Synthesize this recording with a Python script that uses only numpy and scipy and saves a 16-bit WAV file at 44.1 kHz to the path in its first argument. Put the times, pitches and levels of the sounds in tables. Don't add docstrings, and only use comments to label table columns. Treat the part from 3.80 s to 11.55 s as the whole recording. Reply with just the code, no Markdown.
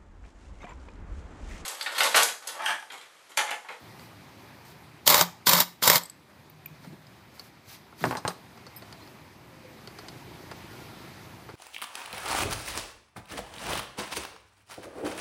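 import sys
import numpy as np
from scipy import signal
from scipy.io import wavfile

SR = 44100
rng = np.random.default_rng(int(sys.argv[2]) if len(sys.argv) > 2 else 0)


def how_loud(loudness_db):
    steps = np.asarray(loudness_db, float) / 20
    return 10 ** steps


def int16_out(signal):
    q = np.round(np.clip(np.atleast_2d(signal).T, -1, 1) * 32767)
    wavfile.write(sys.argv[1], SR, q.astype(np.int16))


N = 341995

# start in seconds, peak in dB, hardness in dB, chatter length in seconds.
HAMMER_BLOWS = [(1.2752, -2, 4.5, .009), (1.2995, -8, 7, 0.012), (1.3235, -14, -3.5, 0.0074),
                (1.3425, -3.5, 0.5, 0.0063), (1.359, -20.5, 2, 0.0034), (1.410, -4, 0.5, 0.0072),
                (1.6685, -10.5, -1.5, .01), (1.691, -7, 6.5, 0.012), (1.712, -15.5, -0.5, 0.006),
                (1.732, -6, 3, 0.01), (1.8015, -7.5, 3, 0.015), (2.0235, -24, -10.5, 0.0044),
                (2.039, -22, -1.5, .003), (2.075, -4, 2, 0.012), (2.098, -1.5, 3, 0.0087),
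                (2.156, -7.5, 2.5, 0.0077), (2.178, -21, 8, 0.0079)]
# start in seconds, peak in dB, hardness in dB, chatter in seconds.
SOCKET_BLOWS = [
    (2.234, -30, 2, 0.0046),
    (2.2545, -35, -3, .007),
    (2.297, -31.5, -6, .0034),
]
# start in seconds, peak in dB, hardness in dB, chatter in seconds.
NUT_BLOWS = [
    (2.6978, -48.5, 3, .003),
    (2.8579, -34, 0.5, 0.0072),
    (2.8844, -66, 2, .003),
]
# start in seconds, peak in dB, hardness in dB, chatter in seconds.
WASHER_BLOWS = [
    (.215, -70, 5, .01),
    (.850, -58, 0.3, .01),
    (.868, -59, -8, .013),
    (4.9615, -46.5, 12, 0.0085),
    (4.976, -54, 2, .006),
]
# start in seconds, peak in dB, hardness in dB, chatter in seconds.
LAY_DOWN_BLOWS = [
    (4.2398, -8, 0, 0.036),
    (4.3098, -13, 1.5, 0.032),
    (4.326, -27, -8, 0.023),
    (4.352, -15.5, 4, .03),
    (4.4507, -16, -2.5, 0.033),
    (4.505, -26, -2, 0.026),
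]
# start in seconds, peak in dB, hardness in dB, chatter in seconds.
SLIDES = [
    (3.055, -40.5, -4.5, 0.042),
    (3.115, -42.5, -3.5, .025),
    (4.2, -37, -7, .07),
    (4.25, -31.5, -9.5, .07),
]
# start in seconds, peak in dB, hardness in dB, chatter in seconds.
CHUCK_RATTLES = [
    (4.2525, -27, 0.3, 0.011),
    (4.369, -27.5, -1.5, 0.03),
    (4.477, -17, 0.46, 0.016),
]
# start in seconds, peak in dB, hardness in dB, chatter in seconds.
SOFT_KNOCKS = [
    (3.044, -41, 0, 0.022),
    (4.125, -48.5, -7, 0.0088),
    (4.208, -42, -1.5, .04),
    (6.712, -27, 2, 0.019),
    (7.689, -35, -2.5, 0.024),
]
# start in seconds, peak in dB, hardness in dB, chatter in seconds.
PART_TICKS = [(.194, -42.5, -4, 0.0061), (3.267, -46, 7, 0.012), (3.594, -31, 8, 0.011),
              (4.774, -47, -8, 0.013), (4.865, -37, -2.5, 0.014), (5.021, -41, -6, 0.014),
              (5.125, -35.5, 1, 0.0077), (5.274, -43, 7, 0.0086), (6.073, -32.5, 0.5, .01),
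              (6.186, -36.5, -4, 0.019), (6.283, -32.5, 1.5, .011)]

# frequency in Hz, level in dB, t60 in seconds.
CASE_MODES = [(110, -8, 0.014), (174, -18.5, 0.32), (323, -15.5, 0.013), (539, -3, 0.022), (616, -5, 0.032),
              (757, -9, 0.043), (980, 4.5, 0.016), (1100, 1.5, 0.037), (1138, 4, .02), (1570, -8, 0.03),
              (1658, -5.5, 0.014), (2200, 6.5, 0.0083), (3240, 4, 0.003), (3835, 0, 0.01),
              (4370, -2, 0.012), (4860, 0.5, 0.0076), (5530, -2.5, 0.0075), (6060, -5.5, 0.01),
              (7220, 5, 0.0027), (9090, -13, 0.00068), (10500, -5, 0.0021), (11640, -2.5, .004),
              (13050, -2.5, 0.0078), (13900, 1.5, 0.0073), (14900, 0.5, 0.0052)]
# frequency in Hz, level in dB, t60 in seconds.
SOCKET_MODES = [(4750, -6, .03), (5615, -18, .02), (7730, 0, .028), (8450, -4, .04), (10500, -8, .02),
                (11540, 0, .03), (12400, -3, .035), (13100, -8, .03)]
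# frequency in Hz, level in dB, t60 in seconds.
NUT_MODES = [(2180, -4, .018), (2400, -6, .01), (13000, -8, .02), (13530, -3, .025), (14080, 0, .03),
             (14400, -1, .03), (14800, -4, .02)]
# frequency in Hz, level in dB, t60 in seconds.
WASHER_MODES = [(5100, -5, .12), (8300, 0, .08), (9550, -12, .12), (11690, 0, .11), (11900, -14, .06),
                (14300, -2, .08), (14830, -12, .08)]
# frequency in Hz, level in dB, t60 in seconds.
TRAY_MODES = [(160, 0, .1), (260, -4, .05), (370, -4, .05), (480, -4, .05), (630, -2, .09), (760, -1, .06),
              (850, 2, .1), (942, 0, .1), (1090, 2, .07), (1300, 0, .05), (1610, -1, .035), (2100, -5, .03),
              (2770, -6, .015), (4150, 2.5, .022), (4500, -3, .015), (5050, -1, .025), (5800, -5, .012),
              (6557, -4, .02), (8400, -3, .025), (8750, -1, .03), (9345, -4, .015), (10700, -4, .012),
              (12500, -4, .01), (14130, -3, .012)]
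# frequency in Hz, level in dB, t60 in seconds.
PART_MODES = [(400, -3, .04), (530, -2, .04), (720, -2, .035), (850, -3, .03), (1100, -2, .03),
              (1400, -1, .035), (2050, -3, .02), (3000, -4, .01), (3900, -2, .012), (4450, 2, .022),
              (5000, 0, .015), (6000, -7, .01), (8800, -13, .022), (9500, -2, .02), (12000, -3, .01),
              (14200, -2, .01)]
GROUP_BORDERS_HZ = (2500, 9000)

# pulled in seconds, released in seconds, grind level in dB.
TRIGGER_PULLS = [
    (1.269, 1.424, -22),
    (1.668, 1.82, -23.5),
    (2.028, 2.169, -23),
]
# start in seconds, stroke length in seconds, level in dB.
RUB_STROKES = [
    (0.203, .06, -58),
    (.86, 0.06, -55),
    (3.04, 0.017, -57.5),
    (3.551, 0.12, -56.5),
    (3.899, 0.051, -47.5),
    (4.211, .1, -46.5),
    (4.34, 0.043, -56),
    (4.486, 0.019, -45.5),
]
# frequency in Hz, level in dB per Hz.
RUB_SPECTRUM = [(900, 0), (2000, 8.5), (3000, 1), (4200, 9.5), (5500, 4), (8300, -3), (11500, 0.5),
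                (14500, 1), (15800, -14)]
# time in seconds, firings per second, exhaust level in dB.
BIKE_PASS = [
    (4.6, 25.3, -80.5),
    (5.6, 43.4, -62),
    (6.1, 33.4, -55),
    (6.6, 31.4, -51.5),
    (7.0, 27, -51.5),
    (7.75, 25.2, -52),
]
# start in seconds, length in seconds, first Hz, last Hz, level in dB.
MACHINE_TONES = [
    (2.65, 0.62, 156, 150, -56.5),
    (5.68, 0.308, 535, 498, -60),
    (6.8, 0.65, 1460, 1290, -63.5),
    (5.208, 0.037, 4140, 4120, -58.5),
]
# time in seconds, level in dB.
TRAFFIC_SWELL = [(0.0, -53.5), (.6, -54.5), (1.2, -55), (3.0, -53), (3.8, -55), (4.35, -54.5), (4.7, -54),
                 (5.1, -52.5), (5.65, -55), (6.3, -51.5), (6.9, -50.5), (7.3, -50.5), (7.75, -53.5)]
# frequency in Hz, level in dB per Hz.
STREET_SPECTRUM = [(15, -61), (25, -33), (37, -33.5), (68, -3), (110, 2), (195, -2), (362, -6), (558, -16),
                   (984, -13.5), (1100, -16.5), (1330, -19), (4350, -20), (7460, -30), (14700, -30),
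                   (15900, -42)]
MIC_BAND_HZ = (60, 16300)

SMALL_SPREAD_DB = 1.5


def rms_one(x):
    return x / np.sqrt(np.mean(x ** 2) + 1e-20)


def in_time(rows):
    s, *columns = np.transpose(rows)
    t = np.arange(N) / SR
    return [np.interp(t, s, column) for column in columns]


def drift(rate):
    r = np.exp(-2 * np.pi * rate * 40 / SR)
    white = rng.standard_normal(N // 40 + 2002)
    slow = rms_one(signal.lfilter([1], [1, -2 * r, r * r], white)[2000:])
    return np.interp(np.arange(N) / 40, np.arange(len(slow)), slow)


def ring(force, hz, t60):
    r = how_loud(-60 / (t60 * SR))
    w = 2 * np.pi * hz / SR
    return signal.lfilter([0, np.sin(w)], [1, -2 * r * np.cos(w), r * r], force + 1e-18)


def body(force, modes, scatter_db, crack_db, contact_hz):
    low, high = GROUP_BORDERS_HZ
    crack = force * rng.choice([-1, 1], len(force))
    groups = how_loud(crack_db + np.array([[9.], [0], [0]])) * crack
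    for k, (hz, level_db, t60) in enumerate(modes):
        group = np.searchsorted(GROUP_BORDERS_HZ, hz)
        sign = (-1) ** k
        groups[group] += sign * how_loud(level_db + scatter_db[k]) * ring(force, hz, t60)
    cuts = [([90, contact_hz], "band"), ([low, high], "band"), (high, "high")]
    filters = [signal.butter(3, hz, kind, fs=SR, output="sos") for hz, kind in cuts]
    return np.array([signal.sosfilt(sos, group) for sos, group in zip(filters, groups)])


def blows(events, modes, share_db, spread_db, crack_db, lead_db, contact_hz, grip, rise_s):
    out, size = np.zeros(N + SR), SR // 5
    held = [(hz, level_db, t60 * grip) for hz, level_db, t60 in modes]
    lead = round(rise_s * SR)
    for s, peak_db, hard_db, chatter_s in events:
        fade = how_loud(-20 * np.arange(size) / SR / max(chatter_s, 3e-4))
        spray = rng.standard_normal(size) * how_loud(1.3 * rng.standard_normal(size)) * fade
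        spray[:lead] *= np.linspace(0, 1, lead) ** 2
        spray[lead] = how_loud(lead_db)
        scatter_db = spread_db * rng.standard_normal(len(modes))
        groups = body(spray, held, scatter_db, crack_db, contact_hz)
        groups = groups / np.abs(groups).max(axis=1, keepdims=True)
        group_db = peak_db + np.array(share_db) + hard_db * np.array([-1, 0, 1])
        at = round(s * SR)
        out[at:at + size] += how_loud(group_db) @ groups
    return out[:N]


def hammering():
    return blows(HAMMER_BLOWS, CASE_MODES, share_db=(-2.5, 0, 0.3), spread_db=2.0, crack_db=17.5,
                 lead_db=12, contact_hz=2300, grip=0.75, rise_s=0.0011)


def grind():
    out, size = np.zeros(N), SR // 3
    for pulled, released, grind_db in TRIGGER_PULLS:
        a = round(pulled * SR) - SR // 40
        t = (a + np.arange(size)) / SR
        since, after = t - pulled, np.maximum(t - released, 0)
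        spin_db = np.minimum(2793.5 * since, -25.5 * since)
        coast_db = np.maximum(-645.5 * after, -10 - 236 * after)
        case_db = np.interp(since, [0, 0.044], [-9, 0.5])
        hiss_db = 0.5 - 57 * after
        teeth_db = 1.8 * rng.exponential(1, size) + 2.0 * drift(120)[:size]
        teeth = rng.standard_normal(size) * how_loud(teeth_db)
        groups = body(teeth, CASE_MODES, np.zeros(len(CASE_MODES)), crack_db=15, contact_hz=2300)
        low, middle, high = map(rms_one, groups)
        mix = middle + how_loud(case_db) * low + how_loud(hiss_db) * high
        out[a:a + size] = how_loud(grind_db + spin_db + coast_db) * mix
    return out


def laying_down():
    landing = blows(LAY_DOWN_BLOWS, TRAY_MODES, share_db=(0, -14, -30), spread_db=SMALL_SPREAD_DB, crack_db=27,
                    lead_db=27, contact_hz=1574, grip=0.3, rise_s=0.0005)
    slides = blows(SLIDES, TRAY_MODES, share_db=(0, -14, -25), spread_db=7.5, crack_db=26,
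                   lead_db=-3, contact_hz=330, grip=0.46, rise_s=0.016)
    chuck = blows(CHUCK_RATTLES, TRAY_MODES, share_db=(-2.5, 0, -16), spread_db=SMALL_SPREAD_DB, crack_db=16,
                  lead_db=SMALL_SPREAD_DB + 18, contact_hz=1600, grip=0.43, rise_s=0.00098)
    return landing + slides + chuck


def tinkling():
    socket = blows(SOCKET_BLOWS, SOCKET_MODES, share_db=(-25, 0, -6), spread_db=4.0, crack_db=3,
                   lead_db=-8, contact_hz=2500, grip=0.65, rise_s=0.0008)
    washers = blows(WASHER_BLOWS, WASHER_MODES, share_db=(-25, 0, 0.3), spread_db=SMALL_SPREAD_DB, crack_db=1,
                    lead_db=7, contact_hz=2500, grip=1.0, rise_s=0.0008)
    nut = blows(NUT_BLOWS, NUT_MODES, share_db=(0, -8, 4), spread_db=8.5, crack_db=-4,
                lead_db=5.5, contact_hz=2820, grip=0.73, rise_s=0.00048)
    return socket + washers + nut


def small_parts():
    thumps = blows(SOFT_KNOCKS, PART_MODES, share_db=(0, -11, -30), spread_db=SMALL_SPREAD_DB, crack_db=19.5,
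                   lead_db=14, contact_hz=1970, grip=0.87, rise_s=0.0012)
    ticks = blows(PART_TICKS, PART_MODES, share_db=(-3, 0, -18), spread_db=SMALL_SPREAD_DB, crack_db=15.5,
                  lead_db=15, contact_hz=2250, grip=0.82, rise_s=0.00095)
    return thumps + ticks


def yard(x):
    t = np.arange(SR // 4) / SR
    tail = rng.standard_normal(len(t)) * how_loud(-60 * t / 0.35) * (t > 0.006)
    tail = signal.lfilter([1], [1, -0.55], tail)
    return signal.fftconvolve(x, tail / np.sqrt(np.sum(tail ** 2)))[:N]


def banded(spectrum, patchy_db, rate):
    out, edges = np.zeros((3, N)), 25 * 2 ** np.arange(0, 9.5, 1 / 3)
    white, together = rng.standard_normal((2, N)), drift(2.4)
    hz_points, db_points = np.transpose(spectrum)
    for k, (low, high) in enumerate(zip(edges, edges[1:])):
        hz = np.sqrt(low * high)
        flicker_db = patchy_db * (0.5 * together + drift(rate))
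        level_db = np.interp(np.log(hz), np.log(hz_points), db_points) + flicker_db
        sos = signal.butter(2, [low, high], "band", fs=SR, output="sos")
        out[np.searchsorted([450, 2600], hz)] += how_loud(level_db) * signal.sosfilt(sos, white[k % 2])
    return out


def scuffs():
    t = np.arange(N) / SR
    stroke = np.zeros(N)
    for s, length, db in RUB_STROKES:
        rise_db = 400 * (t - s)
        fall_db = 302 * (s + length - t)
        stroke += how_loud(db + np.minimum(0, np.minimum(rise_db, fall_db)))
    return stroke * rms_one(banded(RUB_SPECTRUM, patchy_db=-2.0, rate=40).sum(axis=0))


def motorbike():
    per_s, level_db = in_time(BIKE_PASS)
    firings = np.cumsum(per_s * (1 + 0.0335 * drift(21.5))) / SR
    fired = np.diff(np.floor(firings), prepend=0)
    puffs = signal.lfilter([-1, 1], [1, -0.99], fired * how_loud(3 * drift(30)))
    pipe = ring(puffs, 130, 0.045) + 0.9 * ring(puffs, 340, 0.025)
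    started = np.arange(N) > BIKE_PASS[0][0] * SR
    return how_loud(level_db) * rms_one(pipe) * started


def far_tones():
    out = np.zeros(N)
    for s, length, first_hz, last_hz, db in MACHINE_TONES:
        along = 2 * (np.arange(N) / SR - s) / length - 1
        hz = first_hz + (last_hz - first_hz) * np.clip((along + 1) / 2, 0, 1)
        edge_db = -9 * np.minimum(along ** 4, 20)
        level_db = db + edge_db + 4.0 * drift(28)
        out += np.sqrt(2) * how_loud(level_db) * np.sin(2 * np.pi * np.cumsum(hz) / SR)
    return out


def street():
    roar_db, = in_time(TRAFFIC_SWELL)
    swing_db = roar_db - roar_db.mean()
    rumble, roar, hiss = map(rms_one, banded(STREET_SPECTRUM, patchy_db=1.1, rate=10))
    rumble = how_loud(2 + 1.1 * swing_db) * rumble
    hiss = how_loud(-5 + 1.48 * swing_db) * hiss
    return how_loud(roar_db.mean()) * (rumble + how_loud(swing_db) * roar + hiss)


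def ducking():
    duck_db, sets_in_s, recovers_s = -4, 0.06, 1.41
    pulled = np.array(TRIGGER_PULLS)[:, :1]
    since = np.maximum(np.arange(N) / SR - pulled, 0)
    steps = (1 - np.exp(-since / sets_in_s)) * np.exp(-since / recovers_s)
    return how_loud(duck_db * np.sum(steps, axis=0))


def scene():
    metal = hammering() + laying_down() + tinkling() + small_parts()
    near = metal + how_loud(-18) * yard(metal) + grind() + scuffs()
    far = ducking() * street() + motorbike() + far_tones()
    return (near + far)[None]


def low_pass(x):
    return signal.sosfilt(signal.butter(12, 15300, fs=SR, output="sos"), x)


def record(dry):
    low_hz, high_hz = MIC_BAND_HZ
    x = signal.sosfilt(signal.butter(1, low_hz, "high", fs=SR, output="sos"), dry)
    x = 1.08 * np.tanh(x / 1.08)
    x = signal.sosfilt(signal.cheby2(12, 60, high_hz, fs=SR, output="sos"), x)
    return low_pass(x)


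dry = scene()
out = record(dry)
int16_out(out)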